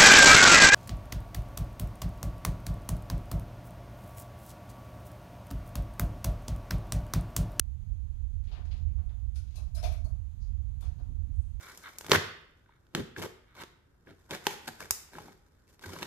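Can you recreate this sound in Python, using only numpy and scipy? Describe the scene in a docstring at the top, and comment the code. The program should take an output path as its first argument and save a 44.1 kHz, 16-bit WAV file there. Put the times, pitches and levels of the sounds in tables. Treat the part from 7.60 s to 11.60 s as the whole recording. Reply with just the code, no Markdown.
"""On a table, pigeons peck and knock at a wood-framed wire trap. Each contact is a cluster of tiny
impacts with a short, dense echo, coloured by the body it excites: feet thud on the table, claws and
feathers scuff, the frame and wires ring in their normal modes. One wire squeaks just before the
loudest clatter. The birds are mostly on the left; a low rumble fills the right, over a faint hiss."""
import sys
import numpy as np
from scipy import signal
from scipy.fft import rfft, irfft, next_fast_len
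from scipy.io import wavfile
from scipy.ndimage import map_coordinates

SR = 44100
rng = np.random.default_rng(int(sys.argv[2]) if len(sys.argv) > 2 else 0)


def log_audio(samples):
    """Write samples as a 16-bit WAV file to the path given in sys.argv[1]."""
    # one column per channel
    frames = np.atleast_2d(samples).T
    # limit to full scale, then quantise
    limited = np.clip(frames, -1, 1)
    pcm = np.round(limited * 32767).astype(np.int16)
    wavfile.write(sys.argv[1], SR, pcm)


N = 176400
T = np.arange(int(.42 * SR)) / SR  # time from the start of a contact [s]

# background spectra (frequency [Hz], spectral density [dB per Hz])
RUMBLE_SPECTRUM = [(10, -75.5), (25, -56), (45, -49), (63, -44), (80, -49.5), (100, -58), (130, -67),
                   (200, -79.5), (290, -91.5), (400, -99), (600, -115), (1500, -150)]
LEFT_HISS = [(10, -105), (30, -92.5), (62, -84), (100, -92.5), (200, -101), (400, -106), (700, -107),
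             (1000, -112), (2000, -115), (4500, -115), (5800, -122), (6350, -109), (6850, -110),
             (7400, -121), (8300, -115), (9500, -123), (11500, -121), (15500, -125)]
RIGHT_HISS = [(100, -108), (650, -108), (950, -104), (1400, -110), (2000, -113), (3600, -114), (5800, -125),
              (8000, -130), (10800, -121), (15500, -126)]
# swell of the rumble (time [s], gain [dB])
RUMBLE_SWELL = [(0, 0), (.8, 0), (1.08, -3), (1.24, 3.5), (1.42, 2), (1.64, -3.5), (2, 0), (2.48, 3.5),
                (2.66, -3), (2.95, -1), (3.3, 0), (3.55, 0.5), (4, -3)]
# soft bumps in the rumble (time [s], level [dB], pitch [Hz])
RUMBLE_BUMPS = [(2.452, -45.5, 242), (3.697, -43.5, 248), (3.795, -17, 66.7)]
# reverberation time (frequency [Hz], T60 [s])
REVERB_T60 = [(150, 0.34), (700, 0.51), (3000, 0.35), (6000, 0.38), (12000, 0.26)]
# strokes of claws and feathers (time [s], duration [s], level [dB], centre [Hz], half-width [octaves])
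SCUFF_STROKES = [(0.835, 0.019, -68, 5000, 1.3), (0.866, .02, -61, 2960, 0.53),
                 (0.914, 0.017, -55, 3550, 0.47), (.94, 0.033, -56, 2000, 0.66),
                 (1.044, 0.024, -63, 3240, 1.3), (1.107, 0.021, -55, 3270, 0.65),
                 (1.158, 0.024, -67.5, 2700, 1.8), (1.271, 0.022, -72, 2400, 0.27),
                 (1.376, 0.018, -70, 1750, 0.76), (1.485, .025, -66.5, 1980, 0.85),
                 (1.852, 0.22, -64, 4850, 1.1), (2.8, 0.061, -66, 5200, 0.32),
                 (3.216, 0.063, -59.5, 2430, 1.8), (3.379, 0.034, -69, 2000, 2.8),
                 (3.726, 0.18, -71, 9250, 0.26)]
# feet on the table (time [s], duration [s], thud level [dB], tap level [dB])
FOOTFALLS = [(0.886, 0.11, -77, -54), (.965, 0.045, -50, -54), (1.061, 0.14, -68.5, -61),
             (1.162, 0.036, -78, -68), (1.372, .03, -74, -59.5), (1.429, 0.025, -59.5, -72),
             (1.49, 0.031, -82, -63.5), (1.932, 0.021, -66, -67), (1.975, 0.021, -79, -56.5),
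             (2.234, 0.02, -72, -49.5), (2.451, 0.0087, -84, -59), (2.79, 0.057, -67, -75),
             (3.212, 0.047, -59.5, -55), (3.385, .04, -51.5, -59.5), (3.475, 0.024, -46.5, -85.5),
             (3.58, 0.14, -57, -88), (3.808, 0.15, -61, -86)]
# pecks on single wires (time [s], level [dB], pitch [Hz])
WIRE_PECKS = [(1.38, -66.5, 1106), (1.492, -71, 3490), (1.758, -65.5, 1430), (1.962, -61, 2630),
              (1.963, -59, 4040), (1.97, -64, 1096), (2.148, -55, 4980), (2.149, -54.5, 4030),
              (2.24, -51, 3470), (2.242, -53, 2400), (2.443, -62.5, 4430), (2.444, -66, 6450),
              (2.455, -74, 5150), (3.22, -65, 1356), (3.225, -64.5, 3470)]
# knocks on the trap (time [s], duration [s], frame level [dB], wire level [dB], tick level [dB],
# wire tilt [dB per octave], tick cutoff [Hz])
TRAP_KNOCKS = [(1.744, 0.013, -83, -68, -71, -2, 12000), (1.756, 0.0055, -68, -56.5, -59, 2.5, 11300),
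               (1.954, 0.01, -57, -56.5, -56.5, 6.5, 12400), (2.146, 0.0091, -55, -58.5, -51.5, 5, 12400),
               (2.163, .02, -49, -54, -76, -10, 12000), (2.226, 0.0056, -39, -48, -54, 1.5, 15000),
               (2.235, 0.008, -36.5, -44.5, -50, -4, 15150), (2.32, 0.006, -67, -55, -59, -6, 13200),
               (2.443, 0.0085, -54.5, -77, -64.5, 7, 12200), (3.207, 0.008, -72.5, -64.5, -61, -2.5, 12600)]
# spectral envelopes of the contacts (frequency [Hz], relative level [dB])
SCUFF_COLOUR = [(100, -8.5), (2000, -1), (3400, -1.5), (4900, -2.5), (5800, -9.5), (6600, -2),
                (7400, -17.5), (8300, -9), (10000, -18), (15000, -19.5)]
THUD_COLOUR = [(30, -23), (70, 0), (120, -5.5), (168, -1), (215, -10.5), (270, -6), (380, -24.5),
               (700, -33), (2000, -79.5)]
TAP_COLOUR = [(100, -28.5), (300, -6.5), (420, -1), (520, -4), (700, 2.5), (860, -2), (1100, -5),
              (1500, -10), (2100, -25), (5000, -47)]
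FRAME_COLOUR = [(100, -39), (300, -28), (430, -16), (540, -9), (620, 6.5), (720, 7), (820, -14.5),
                (1150, -11.5), (1500, -47.5), (2200, -42), (5000, -58)]
WIRE_COLOUR = [(600, -38.5), (1100, -8.5), (1420, -3), (1850, -5), (2350, 2), (2900, 1), (3400, 2),
               (4300, 4), (6400, 2), (7400, -19), (9000, -34.5), (16000, -64)]
TICK_COLOUR = [(2000, -41), (5500, -18), (6900, -3), (7450, -11.5), (8200, -5.5), (9900, -4.5), (11800, -4),
               (13200, -6), (15500, -16)]
# normal modes (frequency [Hz], relative level [dB], T60 [s])
FRAME_RESONANCES = [(415, -19, .33), (470, -15, .33), (612, -5, .19), (640, -1, .26), (678, -2, .19),
                    (711, -1, .18), (735, -5, .23), (891, -14, .26)]
WIRE_RESONANCES = [(2226, -5, .5), (2377, -3, .36), (2610, -7, .28), (3399, -2, .38), (3483, -4, .34),
                   (3628, -5, .4), (4000, -6, .25), (4224, -2, .28), (5017, -4, .32), (5292, -3, .3),
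                   (5631, -6, .34), (6255, -4, .3)]
# glide of the slipping wire (time [s], pitch [Hz], level [dB])
SQUEAK_GLIDE = [(2.168, 5050, -76), (2.179, 5170, -57), (2.196, 5270, -51.5), (2.211, 5300, -55),
                (2.226, 5310, -83)]
# transmission to the right side (frequency [Hz], gain [dB])
RIGHT_PATH = [(100, -14), (650, -16.5), (1200, -23.5), (2100, -10), (2800, -20.5), (5000, -26.5),
              (7000, -37.5), (15000, -38)]


def amp(db):
    """Amplitude grows tenfold for every 20 dB."""
    return 10 ** (np.asarray(db) / 20)


def along(points, hz):
    """Interpolation of (frequency, value) points on a logarithmic frequency axis."""
    f, v = np.transpose(points)
    return np.interp(np.log(hz + 1), np.log(f + 1), v)


def shaped(x, gain):
    """Zero-phase filtering: the spectrum is multiplied by a real gain."""
    size = next_fast_len(x.shape[-1] + 8192, True)
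    return irfft(rfft(x, size) * gain(np.fft.rfftfreq(size, 1 / SR)), size)[..., :x.shape[-1]]


def coloured(x, colour_db):
    """Minimum-phase filtering: causal, and scaled to keep the power of white noise."""
    size = next_fast_len(len(x) + 1024, True)
    gain = np.maximum(amp(colour_db(np.fft.rfftfreq(size, 1 / SR))), 1e-6)
    cepstrum = irfft(np.log(gain / np.sqrt(np.mean(gain ** 2))), size)
    cepstrum[1:size // 2] *= 2  # fold onto positive time
    cepstrum[size // 2 + 1:] = 0
    return irfft(rfft(x, size) * np.exp(rfft(cepstrum)), size)[:len(x)]


def add(track, s, sound):
    """Superposition: a sound adds to the track from time s."""
    part = track[round(s * SR):][:len(sound)]
    part += sound[:len(part)]


def noise(density):
    """Stationary noise: white noise filtered to a given spectral density."""
    return shaped(rng.standard_normal(N), lambda hz: amp(along(density, hz))) * np.sqrt(SR / 2)


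def rumble(waver_hz=6.18, waver_db=.7, bump_cycles=1.2):
    """Amplitude modulation swells and sinks a low noise; Gaussian tone pulses add soft bumps."""
    t = np.arange(N) / SR
    swell = np.interp(t, *np.transpose(RUMBLE_SWELL))
    waver = map_coordinates(rng.standard_normal(256), [t * waver_hz])
    out = noise(RUMBLE_SPECTRUM) * amp(swell + waver_db * waver)
    for s, db, hz in RUMBLE_BUMPS:
        cycles = (t - s) * hz
        out += amp(db) * np.exp(-(cycles / bump_cycles) ** 2) * np.sin(2 * np.pi * cycles)
    return out


def contact(length, impacts_per_s=1000, direct_gain=.55):
    """Random tiny impacts feed an echo whose power is their power convolved with its decay."""
    force = lambda t: np.minimum(.3 + 2 * t / length, 1) * np.exp(-(t / length) ** 4)
    hz, t, spectra = signal.stft(rng.standard_normal(len(T)), SR, nperseg=128)
    decay = amp(-60 * t / along(REVERB_T60, hz)[:, None])
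    drive = force(t)[None] ** 2 / np.sum(force(t) ** 2)
    power = signal.fftconvolve(decay ** 2, drive, axes=1)[:, :len(t)]
    tail = signal.istft(spectra * np.sqrt(abs(power)), SR, nperseg=128)[1][:len(T)]
    strengths = rng.standard_normal(len(T)) * np.sqrt(SR / impacts_per_s)
    hits = rng.random(len(T)) < impacts_per_s / SR
    return tail + direct_gain * strengths * hits * force(T)


def scuffs():
    """Friction of claws and feathers makes noise, each stroke in its own band."""
    out = np.zeros(N)
    for s, length, db, centre_hz, octaves in SCUFF_STROKES:
        loss_db = lambda hz: 10 * np.log10(1 + (np.log2((hz + 1) / centre_hz) / octaves) ** 4)
        stroke = coloured(contact(length), lambda hz: along(SCUFF_COLOUR, hz) - loss_db(hz))
        add(out, s, amp(db) * stroke)
    return out


def struck(colour, length):
    """Source and filter: the struck body colours a contact, whose energy is conserved."""
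    blow = contact(length)
    sound = coloured(blow, lambda hz: along(colour, hz))
    return sound * np.linalg.norm(blow) / np.linalg.norm(sound)


def steps():
    """Forced vibration: feet tap the table top, which answers with a low thud."""
    out = np.zeros(N)
    for s, length, thud_db, tap_db in FOOTFALLS:
        thud = amp(thud_db) * struck(THUD_COLOUR, length)
        tap = amp(tap_db) * struck(TAP_COLOUR, length)
        add(out, s, thud + tap)
    return out


def pings(contact_s=.0043, relative_width=.037, damping_t60_s=1):
    """Resonance: a wire touched by a beak selects a narrow band around its own pitch."""
    out = np.zeros(N)
    for s, db, pitch_hz in WIRE_PECKS:
        band_db = lambda hz: -10 * np.log10(1 + ((hz / pitch_hz - 1) / relative_width) ** 4)
        add(out, s, amp(db - 60 * T / damping_t60_s) * coloured(contact(contact_s), band_db))
    return out


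def ring(modes, length, scatter_db):
    """Normal modes build up during a contact, then decay exponentially."""
    hz, db, t60 = np.transpose(modes)[:, :, None]
    gain = amp(db + scatter_db * rng.standard_normal(hz.shape))
    waves = np.sin(2 * np.pi * (hz * T + rng.random(hz.shape))) * amp(-60 * T / t60)
    build_up = 1 - np.exp(-2 * T / length)
    return (gain * waves).sum(0) * np.sqrt(2) / np.linalg.norm(gain) * build_up


def knocks():
    """Impact excitation: frame and wires each rattle and ring, under a bright tick."""
    out = np.zeros(N)
    for s, length, frame_db, wire_db, tick_db, tilt_db, top_hz in TRAP_KNOCKS:
        wire_colour = [(hz, db + tilt_db * np.log2(hz / 3500)) for hz, db in WIRE_COLOUR]
        tick_colour = lambda hz: along(TICK_COLOUR, hz) - 10 * np.log10(1 + (hz / top_hz) ** 24)
        frame = amp(-3) * struck(FRAME_COLOUR, length)
        frame += amp(1) * ring(FRAME_RESONANCES, length, scatter_db=2.5)
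        wires = amp(1) * struck(wire_colour, length)
        wires += amp(-6.5) * ring(WIRE_RESONANCES, length, scatter_db=1)
        tick = coloured(contact(length), tick_colour)
        add(out, s, amp(frame_db) * frame + amp(wire_db) * wires + amp(tick_db) * tick)
    return out


def echo():
    """Diffuse reverberation: noise decays exponentially in each band, the high treble fastest."""
    hz, t, spectra = signal.stft(rng.standard_normal(len(T)), SR, nperseg=256)
    decay = amp(-60 * t / along(REVERB_T60, hz)[:, None])
    return signal.istft(spectra * decay, SR, nperseg=256)[1][:len(T)]


def squeak(pitch_jitter=.009, octave_db=-10, echo_db=-10):
    """Frictional oscillation: a slipping wire gives a short rising whistle and its second harmonic."""
    s, hz, db = np.transpose(SQUEAK_GLIDE)
    t = np.arange(N) / SR
    jitter = map_coordinates(rng.standard_normal(N // 64 + 4), [np.arange(N) / 64])
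    phase = 2 * np.pi * np.cumsum(np.interp(t, s, hz) * (1 + pitch_jitter * jitter)) / SR
    level = amp(np.interp(t, s, db)) * (t > s[0]) * (t < s[-1])
    tone = np.sqrt(2) * level * (np.sin(phase) + amp(octave_db) * np.sin(2 * phase))
    tail = echo()
    return tone + amp(echo_db) * signal.fftconvolve(tone, tail / np.linalg.norm(tail))[:N]


def scene(smear_t60_s=.18):
    """Filtering and convolution carry the birds from the left to the right, faint, dull and smeared."""
    birds = knocks() + pings() + squeak() + scuffs() + steps()
    smear = echo() * amp(-60 * T / smear_t60_s)
    dulled = shaped(birds, lambda hz: amp(along(RIGHT_PATH, hz)))
    far = signal.fftconvolve(dulled, smear / np.linalg.norm(smear))[:N]
    return np.array([birds + noise(LEFT_HISS), far + noise(RIGHT_HISS) + rumble()])


def record(dry, cutoff_hz=15700):
    """Band limiting: an ideal low-pass filter removes everything above the cutoff."""
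    return shaped(dry, lambda hz: hz < cutoff_hz)


dry = scene()
out = record(dry)
log_audio(out)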